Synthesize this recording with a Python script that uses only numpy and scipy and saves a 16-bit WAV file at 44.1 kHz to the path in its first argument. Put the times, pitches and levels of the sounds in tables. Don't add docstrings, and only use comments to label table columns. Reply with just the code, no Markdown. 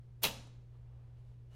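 import sys
import numpy as np
from scipy import signal
from scipy.fft import rfft, irfft, next_fast_len
from scipy.io import wavfile
from scipy.ndimage import map_coordinates

SR = 44100
rng = np.random.default_rng(int(sys.argv[2]) if len(sys.argv) > 2 else 0)


def store_wav(level_fs):
    pcm = np.round(np.clip(np.atleast_2d(level_fs), -1, 1) * 32767)
    wavfile.write(sys.argv[1], SR, pcm.T.astype(np.int16))


N = 68355


def amp(db):
    return 10 ** (np.asarray(db) / 20)


def unit(x):
    return x / np.sqrt(np.mean(x ** 2) + 1e-20)


def along(points, hz):
    f, value = np.transpose(points)
    return np.interp(np.log(hz + 1), np.log(f + 1), value)


def clock():
    return np.arange(N) / SR


def sine(hz, t):
    return np.sin(2 * np.pi * hz * t)


def filtered(x, response):
    m = next_fast_len(N + SR // 2)
    spectrum = rfft(x, m) * response(np.fft.rfftfreq(m, 1 / SR))
    return irfft(spectrum, m)[:N]


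def noise(colour, tilt_db_per_octave=0):
    def response(hz):
        octaves = np.log2(np.maximum(hz, 2000) / 2000)
        return amp(along(colour, hz) + tilt_db_per_octave * octaves)
    return unit(filtered(rng.standard_normal(N), response))


def band(hz, octaves):
    def response(f):
        return np.exp(-.5 * (np.log2((f + 1) / hz) / octaves) ** 2)
    return unit(filtered(rng.standard_normal(N), response))


def strike(start_s, attack_s, t60_s):
    t = np.maximum(clock() - start_s, 0)
    return (1 - np.exp(-t / attack_s)) * np.exp(-np.log(1000) * t / t60_s)


def swell(peak_s, rise_s, fall_s):
    t = clock() - peak_s
    return np.exp(-.5 * (t / np.where(t < 0, rise_s, fall_s)) ** 2)


# f/Hz, level/dB rms before the waver
HUM_PARTIALS = [(59.8, -71), (119.8, -54)]
# f/Hz, level/dB per Hz
AIR_COLOUR = [(15, -2.5), (35, -1.5), (62, 5), (90, -4), (140, -7.5), (200, -19.5), (300, -21.5),
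              (400, -18), (700, -30), (1500, -37), (3000, -41), (6000, -48.5), (11000, -54.5), (13000, -58),
              (16000, -58)]
AIR_DB = -59
HUM_WAVER_DB, WAVER_POINTS_PER_S = .25, 6


def background():
    waver = map_coordinates(rng.standard_normal(16), [clock() * WAVER_POINTS_PER_S])
    hum = 0
    for hz, db in HUM_PARTIALS:
        cycles = hz * clock() + rng.random()
        hum = hum + amp(db) * np.sqrt(2) * np.sin(2 * np.pi * cycles)
    return hum * amp(HUM_WAVER_DB * waver) + amp(AIR_DB) * noise(AIR_COLOUR)


# f/Hz, level/dB per Hz
SWISH_SPECTRUM = [(150, -1.5), (500, 1.5), (2000, -10), (6000, -12), (14000, -11), (16500, -13.5)]
SWISH_S, SWISH_DB = .2286, -45.5
SWISH_RISE_S, SWISH_FALL_S = .006, .0013


def swish():
    envelope = swell(SWISH_S, SWISH_RISE_S, SWISH_FALL_S) ** 2
    return amp(SWISH_DB) * envelope * noise(SWISH_SPECTRUM)


# f/Hz, t60/s
TAIL_T60 = [(120, 0.88), (500, 0.61), (1400, 0.66), (3000, 0.5145), (6000, 0.5051), (10000, 0.4),
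            (15000, 0.18)]
# f/Hz, level/dB
TAIL_GAIN = [(120, 11.5), (500, -7), (1400, -9), (3000, -12.5), (7000, -6), (14000, -13)]
ROOM_DELAY_S, EARLY_DB, EARLY_T60_S = .005, -4.5, .13


def room(x):
    hz, t, z = signal.stft(rng.standard_normal(SR), SR, nperseg=256)
    t60_s = along(TAIL_T60, hz)[:, None]
    unit_energy = np.sqrt(2 * np.log(1000) / (t60_s * SR))
    decay = np.exp(-np.log(1000) * t / t60_s) * unit_energy
    gain = amp(along(TAIL_GAIN, hz))[:, None]
    tail = signal.istft(z * decay * gain, SR, nperseg=256)[1][:SR]
    early = rng.standard_normal(SR) * np.exp(-np.log(1000) * np.arange(SR) / SR / EARLY_T60_S)
    answer = tail + amp(EARLY_DB) * early / np.linalg.norm(early)
    delayed = np.pad(answer, (int(ROOM_DELAY_S * SR), 0))
    return signal.fftconvolve(x, delayed)[:N]


# f/Hz, width/Hz, level/dB re unfiltered
SLAP_PEAKS = [(2440, 40, -3.5), (2733, 22, 0), (2882, 80, -1), (3430, 63, -1.5), (3820, 80, -9.5),
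              (4304, 26, -4), (5080, 50, -6.5)]


def slap_peaks(hz):
    response = 1
    for centre, width, db in SLAP_PEAKS:
        peak = 1j * hz * width / (centre ** 2 - hz ** 2 + 1j * hz * width)
        response = response + amp(db) * peak
    return response


# t/s, level/dB, t60/s, treble tilt/dB per octave
SLAP_EVENTS = [(.2310, -33, 0.017, 3), (0.235, -25.5, 0.018, 2.5), (0.2369, -28, 0.038, 3),
               (0.2409, -23.5, 0.022, -2), (0.2437, -27, .026, -3), (0.2492, -31, .020, -2.5),
               (0.251, -26.5, .030, -0.5), (.2570, -35, .050, -2), (0.2709, -33.5, 0.017, -1.5)]
# f/Hz, level/dB per Hz
SLAP_SPECTRUM = [(60, -29.5), (200, -14), (310, -13.5), (420, -7), (950, -6), (1300, -9), (1700, -9),
                 (2200, -7), (2800, 0), (4200, -4.5), (6000, -10.5), (8200, -14), (11000, -13.5),
                 (14700, -14.5), (16500, -20.5)]
CONTACT_ATTACK_S = .00018


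def slaps():
    bursts = [amp(db) * strike(start_s, CONTACT_ATTACK_S, t60_s) * noise(SLAP_SPECTRUM, tilt)
              for start_s, db, t60_s, tilt in SLAP_EVENTS]
    in_room = sum(burst + room(burst) for burst in bursts)
    return filtered(in_room, slap_peaks)


CRACK_S, CRACK_DB, CRACK_HZ, CRACK_SIGMA_S = .2345, -14.5, 13600, .00012


def crack():
    envelope = swell(CRACK_S, CRACK_SIGMA_S, CRACK_SIGMA_S)
    return amp(CRACK_DB) * envelope * sine(CRACK_HZ, clock() - CRACK_S)


# f/Hz, level/dB, t60/s
BOARD_MODES = [(68, -48, 0.14), (99.54, -39, 0.064), (125.7, -42.5, .15), (176, -49.5, 0.21),
               (253, -46, .25), (365, -52.5, 0.17), (430.8, -47, 0.23), (479, -49, 0.36), (529, -50.5, .45),
               (572, -46, 0.42), (674, -51, 0.32), (917, -48.5, .2)]
# f/Hz, level/dB per Hz
THUD_SPECTRUM = [(40, -25.5), (70, -8), (105, 2), (160, -8), (250, -0.5), (320, -9.5), (430, -6),
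                 (700, -19), (1500, -39.5), (6000, -80)]
BOARD_S, BOARD_ATTACK_S = .2425, .0018
THUD_S, THUD_DB, THUD_RISE_S, THUD_FALL_S = .251, -39.5, .005, .009


def board():
    t = clock() - BOARD_S
    ring = sum(amp(db) * strike(BOARD_S, BOARD_ATTACK_S, t60_s) * sine(hz, t)
               for hz, db, t60_s in BOARD_MODES)
    thud = amp(THUD_DB) * swell(THUD_S, THUD_RISE_S, THUD_FALL_S) * noise(THUD_SPECTRUM)
    return ring + thud


# t/s, level/dB, f/Hz
TICK_EVENTS = [(0.4714, -68, 8320), (0.471, -55, 792), (.755, -70.5, 897), (1.170, -74, 3220)]
TICK_T60_S, TICK_OCTAVES, TICK_ROOM_DB = .024, .36, -14


def ticks():
    return sum(amp(db) * strike(start_s, CONTACT_ATTACK_S, TICK_T60_S) * band(hz, TICK_OCTAVES)
               for start_s, db, hz in TICK_EVENTS)


# t/s, level/dB, rise/s, fall/s, treble tilt/dB per octave
RUSTLE_EVENTS = [(.755, -77, 0.027, 0.026, 0), (.96, -76, .12, 0.17, -5), (1.19, -79, .018, .035, 3.5),
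                 (1.29, -79, 0.042, .05, 4)]
# f/Hz, level/dB per Hz
CLOTH_SPECTRUM = [(100, -18), (400, 2.5), (900, 1.5), (1400, -6), (2000, -11), (3300, -10.5), (6000, -23.5),
                  (11000, -32), (16000, -50)]


def sleeves():
    return sum(amp(db) * swell(peak_s, rise_s, fall_s) * noise(CLOTH_SPECTRUM, tilt)
               for peak_s, db, rise_s, fall_s, tilt in RUSTLE_EVENTS)


# f/Hz, level/dB per Hz
SCRAPE_SPECTRUM = [(150, -6.5), (600, 2.5), (1500, -5), (3000, -9), (7000, -16), (12000, -22), (16000, -31)]
SCRAPE_S, SCRAPE_DB, SCRAPE_RISE_S, SCRAPE_FALL_S = 1.545, -69.5, .025, .06
SQUEAK_HZ, SQUEAK_RE_SCRAPE_DB = 2910, -7
STICK_SLIP_HZ, STICK_SLIP_DEPTH = 130, .54


def scrape():
    slips = 1 + STICK_SLIP_DEPTH * sine(STICK_SLIP_HZ, clock())
    squeak = amp(SQUEAK_RE_SCRAPE_DB) * unit(slips * sine(SQUEAK_HZ, clock()))
    envelope = swell(SCRAPE_S, SCRAPE_RISE_S, SCRAPE_FALL_S)
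    return amp(SCRAPE_DB) * envelope * (noise(SCRAPE_SPECTRUM) + squeak)


def scene():
    whip = swish() + crack()
    taps = ticks()
    echo = room(whip + amp(TICK_ROOM_DB) * taps)
    mix = whip + taps + echo + slaps() + board() + sleeves() + scrape() + background()
    return mix[None]


TOP_HZ, TOP_ORDER = 16200, 60


def record(dry):
    def response(hz):
        return 1 / (1 + (hz / TOP_HZ) ** TOP_ORDER)
    return np.array([filtered(channel, response) for channel in dry])


dry = scene()
out = record(dry)
store_wav(out)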